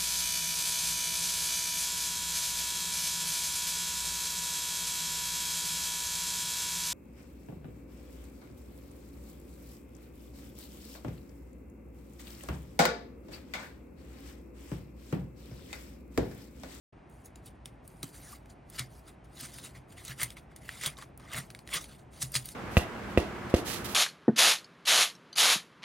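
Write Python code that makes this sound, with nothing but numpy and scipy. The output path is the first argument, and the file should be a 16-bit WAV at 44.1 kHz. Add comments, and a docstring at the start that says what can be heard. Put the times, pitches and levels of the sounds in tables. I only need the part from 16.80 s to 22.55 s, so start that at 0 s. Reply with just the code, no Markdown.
"""A wooden bench in a small quiet room, heard from close by through a camera's two microphone ports.
Straight ahead, aluminium foil tape is picked loose and pulled off a metal plate in short tugs.
The glue lets go in a fine fizz, the foil crinkles, its creases snap and the taut strip squeaks once.
Hard tugs bump the plate on the bench, and fingertips pat the foil. Ventilation rumbles low behind it."""
import sys
import numpy as np
from scipy import signal
from scipy.fft import rfft, irfft, next_fast_len
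from scipy.io import wavfile
from scipy.ndimage import uniform_filter1d, map_coordinates

SR = 44100
rng = np.random.default_rng(int(sys.argv[2]) if len(sys.argv) > 2 else 0)


def master(y):
    """Save y as 16-bit WAV."""
    cut = np.clip(np.atleast_2d(y).T, -1, 1)
    pcm = np.round(cut * 32767)  # scale
    wavfile.write(sys.argv[1], SR, pcm.astype(np.int16))


N = 253507

# tone of the crinkling foil: freq_hz, level_db
FOIL_SPECTRUM = [(100, -2), (250, -14.5), (600, -6.5), (850, -13), (1200, -2), (2000, -2.5), (2600, -4.5),
                 (3500, -0.5), (4600, -11), (6500, -9), (15000, -22)]
# tone of the fizzing glue: freq_hz, level_db
GLUE_SPECTRUM = [(1000, -47.5), (2500, -7.5), (4000, -3.5), (5000, -3.5), (7000, 3), (9000, 1.5),
                 (12000, 0), (16000, -3)]
FOIL_TRIM_DB, GLUE_TRIM_DB = -0.26, -0.64
def peeling():
    """The tape sticks and slips: glue threads part and the foil crumples in the same quick spurts."""
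    crinkle_db, fizz_db = pulling()
    spurts = unit(amp(1.3 * wobble(70) + .9 * wobble(300)))
    foil = crackle(FOIL_SPECTRUM, band_hz=(1000, 4000), spread_db=2.0, ring_s=0.0011, favour_db=5.0)
    glue = crackle(GLUE_SPECTRUM, band_hz=(5000, 10000), spread_db=-1.5, ring_s=0.00011, favour_db=5.5)
    # the low mids fill out as more strip comes free, and are a smaller share of a loud pull
    body = filtered(foil, lambda f: 1 / (1 + (f / 900) ** 8))
    body_db = 2.05 * (np.arange(N) / SR - 3.7) - 0.16 * (crinkle_db + 36)
    foil += body * (amp(np.clip(body_db, -6, 6)) - 1)
    # a gentle pull parts only the finest threads, so it sounds brighter
    finest = filtered(glue, lambda f: 1 / (1 + (9000 / (f + 1)) ** 8))
    bright_db = -.15 * (fizz_db + 50)
    glue += finest * (amp(np.clip(bright_db, -4, 5)) - 1)
    return spurts * (foil * amp(crinkle_db + FOIL_TRIM_DB) + glue * amp(fizz_db + GLUE_TRIM_DB))


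# slow steady peeling: start_s, length_s, crinkle_db, fizz_db
SLOW_PEELS = [(0.301, 0.12, -93, -78), (1.05, .16, -81, -71), (1.246, 0.044, -67, -57),
              (1.335, 0.22, -64, -57), (2.11, 0.085, -74, -66), (2.689, 0.11, -58, -56.5),
              (3.1, 0.03, -68.5, -64), (3.821, 0.042, -63, -64.5), (3.885, 0.088, -53.5, -54.5),
              (4.403, .09, -60.5, -75), (5.088, 0.054, -61, -63.5), (5.335, 0.069, -62, -62.5),
              (5.647, 0.076, -65, -54)]
# short tugs, with the loose foil's resonance: full_force_s, rise_s, hold_s, crinkle_db, fizz_db, foil_hz
SHORT_TUGS = [(0.449, 0.032, 0.0066, -82, -64.5, 6700), (0.667, 0.058, .005, -62.5, -59.5, 3000),
              (1.502, .08, 0.023, -63, -54.5, 1500), (1.7, 0.03, 0.0044, -66.5, -63.5, 4500),
              (1.959, 0.089, .012, -52, -52.5, 4600), (1.987, 0.017, 0.0072, -39.5, -45.5, 4700),
              (2.278, 0.07, 0.011, -61, -62, 4600), (2.443, 0.0071, .003, -65.5, -71.5, 4500),
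              (2.611, 0.12, 0.048, -48, -49.5, 4640), (2.849, 0.083, 0.016, -50.5, -47.5, 4570),
              (2.954, 0.023, 0.01, -55.5, -61.5, 1980), (3.175, 0.049, 0.027, -55, -59.5, 2700),
              (3.276, 0.11, 0.038, -49.5, -49, 3500), (3.406, 0.049, 0.015, -39, -37, 2100),
              (3.569, 0.013, 0.0049, -51, -57.5, 2200), (3.714, 0.025, .005, -62, -82, 1900),
              (4.05, 0.097, 0.02, -36.5, -37.5, 3000), (4.178, 0.025, 0.05, -54.5, -60, 1150),
              (4.536, .075, 0.013, -39, -49, 1400), (4.566, 0.037, 0.021, -36.5, -41, 750),
              (4.941, 0.068, 0.022, -34.5, -36.5, 2900), (5.015, 0.065, 0.021, -54.5, -52, 3330),
              (5.192, 0.046, .004, -69, -62.5, 4000), (5.421, 0.029, 0.0054, -47.5, -36.5, 4500),
              (5.552, 0.038, 0.0086, -40.5, -31.5, 3300)]
def pulling():
    """Peels, tugs and snaps work the tape; returns the running crinkle and fizz levels in dB."""
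    crinkle, fizz = np.zeros((2, N))

    def pull(s, crinkle_db, fizz_db, rise_s, hold_s, swell_db=0):
        lead_s = .15
        t = np.arange(round(.8 * SR)) / SR - lead_s
        shape_db = pull_shape(t, rise_s, hold_s, swell_db)
        add(crinkle, s - lead_s, amp(crinkle_db + shape_db) ** 2)
        add(fizz, s - lead_s, amp(fizz_db + shape_db) ** 2)

    for s, length_s, crinkle_db, fizz_db in SLOW_PEELS:  # a peel swells as the strip tightens
        pull(s, crinkle_db, fizz_db, rise_s=0.037, hold_s=length_s, swell_db=1.5)
    for s, rise_s, hold_s, crinkle_db, fizz_db, _ in SHORT_TUGS:
        pull(s, crinkle_db, fizz_db, rise_s, hold_s)
    for s, _, _, crack_db, _ in CREASE_SNAPS:  # a snap shakes the foil around it
        pull(s, crack_db - 26, crack_db - 25, rise_s=0.012, hold_s=0.012)
    return 10 * np.log10(np.array([crinkle, fizz]) + 1e-11)


RISE_DB, RELEASE_DB_PER_S = 33, 484.5
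SETTLE_DB, SETTLE_DB_PER_S = -9.5, 259
def pull_shape(t, rise_s, hold_s, swell_db):
    """One pull in dB: it builds and holds, the hand eases, and the crumpled foil settles quietly."""
    building = RISE_DB * np.minimum(t, 0) / rise_s
    swelling = swell_db * (np.clip(t / hold_s, 0, 1) - .5)
    after_s = np.maximum(t - hold_s, 0)
    easing = np.maximum(-RELEASE_DB_PER_S * after_s, SETTLE_DB - SETTLE_DB_PER_S * after_s)
    return building + swelling + easing


def crackle(spectrum, band_hz, spread_db, ring_s, favour_db, clicks_per_s=9000):
    """Dense tiny clicks of uneven size, each ringing a facet of its own pitch; rms 1 within band_hz."""
    when, pitch, chance, phase = rng.random((int(clicks_per_s * N / SR), 4)).T[:, :, None]
    t = np.arange(160) / SR
    hz = 300 * (SR / 2 / 300) ** pitch
    # facets near the loose foil's resonance ring louder
    tug_s, *_, foil_hz = np.transpose(SHORT_TUGS)
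    octaves_off = np.log2(hz / np.interp(when * N / SR, tug_s, foil_hz))
    resonance_db = favour_db * np.exp(-(octaves_off / 0.43) ** 2)
    uneven_db = spread_db * np.minimum(-np.log(1 - chance), 3)
    size = amp(uneven_db + resonance_db) * np.sqrt(hz)
    grains = size * np.exp(-t / ring_s) * np.sin(2 * np.pi * (hz * t + phase))
    positions = (when * N).astype(int) + np.arange(len(t))
    clicks = np.bincount(positions.ravel(), grains.ravel(), N)[:N]
    sound = flexing(filtered(clicks, lambda f: amp(along(spectrum, f))))
    return sound / np.std(filtered(sound, lambda f: (f > band_hz[0]) & (f < band_hz[1])))


# resonances of the freed strip: centre_hz, width_hz, lift_db
STRIP_RESONANCES = [(720, 200, 3.5), (1110, 190, 4.5), (2017, 140, 10), (3330, 300, -1.5), (4570, 300, 5),
                    (4900, 370, 3), (9350, 530, 2), (12200, 810, 3.5)]
def flexing(x, patchy_db=3.5):
    """The bending foil favours new pitches from moment to moment, over the strip's own resonances."""
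    hz, _, spectra = signal.stft(x, SR, nperseg=256)
    patches = uniform_filter1d(rng.standard_normal(spectra.shape), size=3, axis=0)
    patches = unit(uniform_filter1d(patches, size=11, axis=1))
    lift_db = sum(db / (1 + (2 * (hz - centre) / width) ** 2) for centre, width, db in STRIP_RESONANCES)
    return signal.istft(spectra * amp(patchy_db * patches + lift_db[:, None]), SR, nperseg=256)[1][:N]


# creases snapping through: start_s, ring_db, pitch_hz, crack_db, t60_s
CREASE_SNAPS = [(0.457, -50.5, 6750, -46, 0.042), (0.557, -46, 7270, -46.5, 0.016),
                (0.857, -43, 3680, -36, 0.017), (1.2298, -32, 3910, -29, 0.023),
                (1.658, -55, 1600, -54.5, 0.014), (1.9932, -33, 4500, -23.5, 0.016),
                (2.785, -39, 1810, -36.5, 0.013), (3.25, -44, 6830, -37, 0.028),
                (3.28, -36.5, 3970, -41.5, .017), (3.3975, -34, 1960, -49, 0.019),
                (3.415, -28, 2075, -33, 0.034), (3.431, -29, 2066, -20, 0.034),
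                (3.504, -41, 3300, -34, 0.01), (3.7617, -49, 6500, -40.5, 0.02),
                (3.891, -25.5, 1917, -35.5, 0.014), (4.011, -40, 1974, -54, 0.069),
                (4.0359, -28.5, 2150, -28, 0.014), (4.0455, -31, 2980, -36, 0.0061),
                (4.0605, -24.5, 3616, -22, 0.015), (4.17, -41, 3820, -55, 0.012),
                (4.545, -29, 1770, -39, 0.014), (4.703, -51, 1710, -38.5, 0.012),
                (4.749, -34, 2160, -39, 0.01), (4.79, -48, 4300, -43, 0.014),
                (4.8749, -41, 2120, -38.5, 0.011), (4.8905, -34, 2000, -50, 0.0082),
                (4.929, -31, 2090, -46, 0.022), (4.938, -29.5, 3250, -29, 0.059),
                (5.042, -54, 3230, -37, 0.016), (5.421, -27, 7130, -26, 0.011),
                (5.426, -38, 7130, -24, .022), (5.542, -36, 6450, -30, 0.017),
                (5.553, -15.5, 4960, -16.5, 0.0097), (5.5622, -18.5, 4370, -25.5, 0.0084),
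                (5.688, -42, 6340, -35, 0.017)]
def snaps():
    """Creases buckle with a crack and a ring; the longer a snap lasts, the brighter its crack."""
    track, t = np.zeros(N), np.arange(2048) / SR
    for s, ring_db, hz, crack_db, t60 in CREASE_SNAPS:
        tilt = max(8.5 * np.log2(t60 / 0.018), -2.5)
        snap = amp(ring_db) * fold(hz, t) + amp(crack_db) * crack(t, tilt)
        add(track, s, snap * struck(t, t60))
    return track


def fold(hz, t):
    """A fold's ring at rms 1; it changes shape while it rings, so the pitch wavers."""
    phase = 2 * np.pi * hz * t + 0.13 * np.cumsum(rng.standard_normal(len(t)))
    return unit(np.sin(phase) + amp(-6.5) * np.sin(1.55 * phase))


# tone of a crack before its tilt: freq_hz, level_db
CRACK_SPECTRUM = [(300, -24), (1200, -9.5), (3000, 0), (6000, -3.5), (10000, 0), (15800, -6.5),
                  (18000, -36)]
def crack(t, tilt_db_per_octave):
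    """The dry noise of a snap, tick or pat, at rms 1."""
    tone = lambda f: amp(along(CRACK_SPECTRUM, f) + tilt_db_per_octave * np.log2(f + 300))
    return unit(filtered(rng.standard_normal(len(t)), tone))


# the plate dropping back on the bench: start_s, level_db, pitch_hz, overtone_db, t60_s
PLATE_BUMPS = [(0.674, -42, 127, -19, 0.11), (1.235, -34, 150.5, -1, 0.08), (2.002, -31, 125.3, -17, 0.16),
               (2.624, -41.5, 131, -3, 0.13), (2.971, -40.5, 128, -28, 0.095),
               (3.297, -38, 131, -35.5, 0.25), (3.428, -36.5, 121, -29, 0.2), (4.069, -33, 149, -21, 0.12),
               (4.548, -37, 130.8, -12, 0.22), (4.583, -30.5, 142, -18.5, 0.12),
               (4.954, -40, 167, -27, 0.16), (5.434, -33.5, 131, -19.5, 0.23),
               (5.561, -31, 129, -18.5, 0.21)]
def bumps():
    """The plate gives a short soft boom on the bench top, with an overtone that dies sooner."""
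    track, t = np.zeros(N), np.arange(SR // 3) / SR
    for s, db, hz, overtone_db, t60 in PLATE_BUMPS:
        bend = 0.017 * np.cumsum(rng.standard_normal(len(t)))  # the hand's pressure bends the pitch
        phase = 2 * np.pi * hz * t + bend
        overtone = amp(overtone_db + 3.0) * np.sin(1.806 * phase) * amp(-40 * t / t60)
        add(track, s, amp(db + 0.5) * (np.sin(phase) + overtone) * struck(t, t60, attack_s=0.00099))
    return track


# glue threads breaking: start_s, level_db
THREAD_TICKS = [(0.298, -59), (0.659, -43), (1.077, -40.5), (1.8995, -41), (2.609, -34), (4.064, -22),
                (4.375, -42.5), (4.535, -32), (5.519, -33), (5.656, -30)]
def ticks():
    """Single glue threads break with a bright tick and no ring."""
    track, t = np.zeros(N), np.arange(2048) / SR
    for s, db in THREAD_TICKS:
        add(track, s, amp(db) * crack(t, tilt_db_per_octave=11) * struck(t, t60_s=0.02))
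    return track


# fingertips on the foil: start_s, level_db
FINGER_PATS = [(4.186, -44), (4.223, -42), (4.397, -51)]
def pats(pitch_hz=1127):
    """Fingertips pat the foil and ring it low, with a duller crack."""
    track, t = np.zeros(N), np.arange(2048) / SR
    for s, db in FINGER_PATS:
        pat = fold(pitch_hz, t) + amp(-4.5) * crack(t, tilt_db_per_octave=-2)
        add(track, s, amp(db) * pat * struck(t, t60_s=0.05))
    return track


# the taut strip singing lower as it lengthens: time_s, pitch_hz, level_db
SQUEAK_GLIDE = [(1.419, 2150, -83), (1.445, 2000, -64), (1.47, 1750, -63), (1.526, 1312, -68),
                (1.531, 1180, -42.5), (1.55, 1080, -83)]
def squeak():
    """Quick uneven slips make the taut strip sing a rough falling note."""
    s, hz, db = np.transpose(SQUEAK_GLIDE)
    t = np.arange(N) / SR
    pitch_hz = np.interp(t, s, hz) * (1 + .08 * wobble(900))
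    note = unit(np.sin(2 * np.pi * np.cumsum(pitch_hz) / SR) * amp(2.6 * wobble(250)))
    return note * amp(np.interp(t, s, db)) * (t > s[0]) * (t < s[-1])


# decay of the small room: freq_hz, t60_s
ROOM_DECAY = [(150, 0.26), (1000, 0.065), (5000, 0.14), (15000, 0.1)]
def room(x, delay_s=.004):
    """The room returns a short diffuse tail to each port, the bass lingering longest."""
    hz, t, spectra = signal.stft(rng.standard_normal((2, SR // 2)), SR, nperseg=256)
    decay = amp(-60 * t / along(ROOM_DECAY, hz)[:, None])
    mid, side = signal.istft(spectra * decay, SR, nperseg=256)[1]
    width = [(150, -8.5), (700, 8.5), (1400, 9), (2500, -7), (12000, -3.5)]  # freq_hz, side_db
    side = filtered(side, lambda f: amp(along(width, f)))
    tails = np.array([mid + side, mid - side]) / np.linalg.norm(mid)
    delayed = np.pad(x, (round(delay_s * SR), 0))
    return signal.fftconvolve(delayed[None], tails, axes=1)[:, :N]


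# room tone from the ventilation: freq_hz, level_db
VENT_SPECTRUM = [(20, -26), (38, -6), (58, 5.5), (85, -4.5), (125, -0.5), (200, -7), (330, -9), (470, -16),
                 (720, -14.5), (1200, -23), (2400, -28), (4250, -42), (9000, -51.5), (14000, -79)]
# how alike that air is at the two ports: freq_hz, coherence
VENT_COHERENCE = [(60, 1), (130, 0.97), (290, 0.83), (640, 0.29), (1400, 0.32), (3100, 1), (7000, .85),
                  (15000, .7)]
def ventilation(level_db=-52.5):
    """Steady ventilation rumble, alike at both ports in the bass."""
    width = lambda f: np.tan(np.arccos(np.clip(along(VENT_COHERENCE, f), -1, 1)) / 2)
    tone = lambda f: amp(along(VENT_SPECTRUM, f)) * np.array([np.ones_like(f), width(f)])
    mid, side = filtered(rng.standard_normal((2, N)), tone)
    return amp(level_db) * np.array([mid + side, mid - side]) / np.std(mid)


def struck(t, t60_s, attack_s=0.00023):
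    """Envelope of an impact: a quick rise, then 60 dB of decay every t60_s."""
    return amp(-60 * t / t60_s) * (1 - np.exp(-t / attack_s))


def amp(db):
    """Decibels to gain."""
    return 10 ** (np.asarray(db) / 20)


def unit(x):
    """x at rms 1."""
    return x / np.sqrt(np.mean(x ** 2) + 1e-20)


def along(points, hz):
    """(freq_hz, value) points read on a log axis."""
    freqs, values = np.transpose(points)
    return np.interp(np.log(hz + 1), np.log(freqs + 1), values)


def wobble(knots_per_s):
    """A smooth random curve."""
    knots = rng.standard_normal(int(N * knots_per_s / SR) + 4)
    return map_coordinates(knots, [np.arange(N) * knots_per_s / SR])


def filtered(x, response):
    """x through a frequency response."""
    n = x.shape[-1]
    padded = next_fast_len(n + 8192)
    return irfft(rfft(x, padded) * response(np.fft.rfftfreq(padded, 1 / SR)), padded)[..., :n]


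def add(track, s, sound):
    """Mix a sound into the track at s seconds."""
    part = track[round(s * SR):][:len(sound)]
    part += sound[:len(part)]


def scene():
    """Tape and plate straight ahead of the camera, with the room faint behind them."""
    bench = peeling() + squeak() + snaps() + ticks() + pats() + bumps()
    return bench + amp(-18.0) * room(bench) + ventilation()


# treble colour of the camera's microphone ports: freq_hz, gain_db
MIC_COLOUR = [(6000, -0.5), (7500, -2.5), (8800, 1), (9700, 4), (10800, -1.5), (12300, -3), (13500, -4.5),
              (14700, -1), (15400, -4)]
# phase by which the left port leads the right: freq_hz, lead_rad
MIC_PHASE = [(2200, 0), (2800, .45), (4300, .45), (5000, 0), (6600, 0), (7300, -1.1), (8300, 1), (9300, 0),
             (11100, -3.1), (12800, -6.3), (14600, -9.4), (15800, -11.4)]
LOW_CUT_HZ, TOP_HZ, OPEN_S = 28, 16050, .124
def record(dry):
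    """The ports colour the treble and shift its phase; the sound is band-limited and opens after a beat."""
    lead = lambda f: np.exp(.5j * np.outer([1, -1], along(MIC_PHASE, f)))
    low_cut = lambda f: f / np.hypot(f, LOW_CUT_HZ)
    heard = filtered(dry, lambda f: amp(along(MIC_COLOUR, f)) * low_cut(f) * lead(f))
    opening = np.clip((np.arange(N) / SR - OPEN_S) / .005, 0, 1)
    return filtered(heard * opening, lambda f: 1 / np.sqrt(1 + (f / TOP_HZ) ** 300))


dry = scene()
out = record(dry)
master(out)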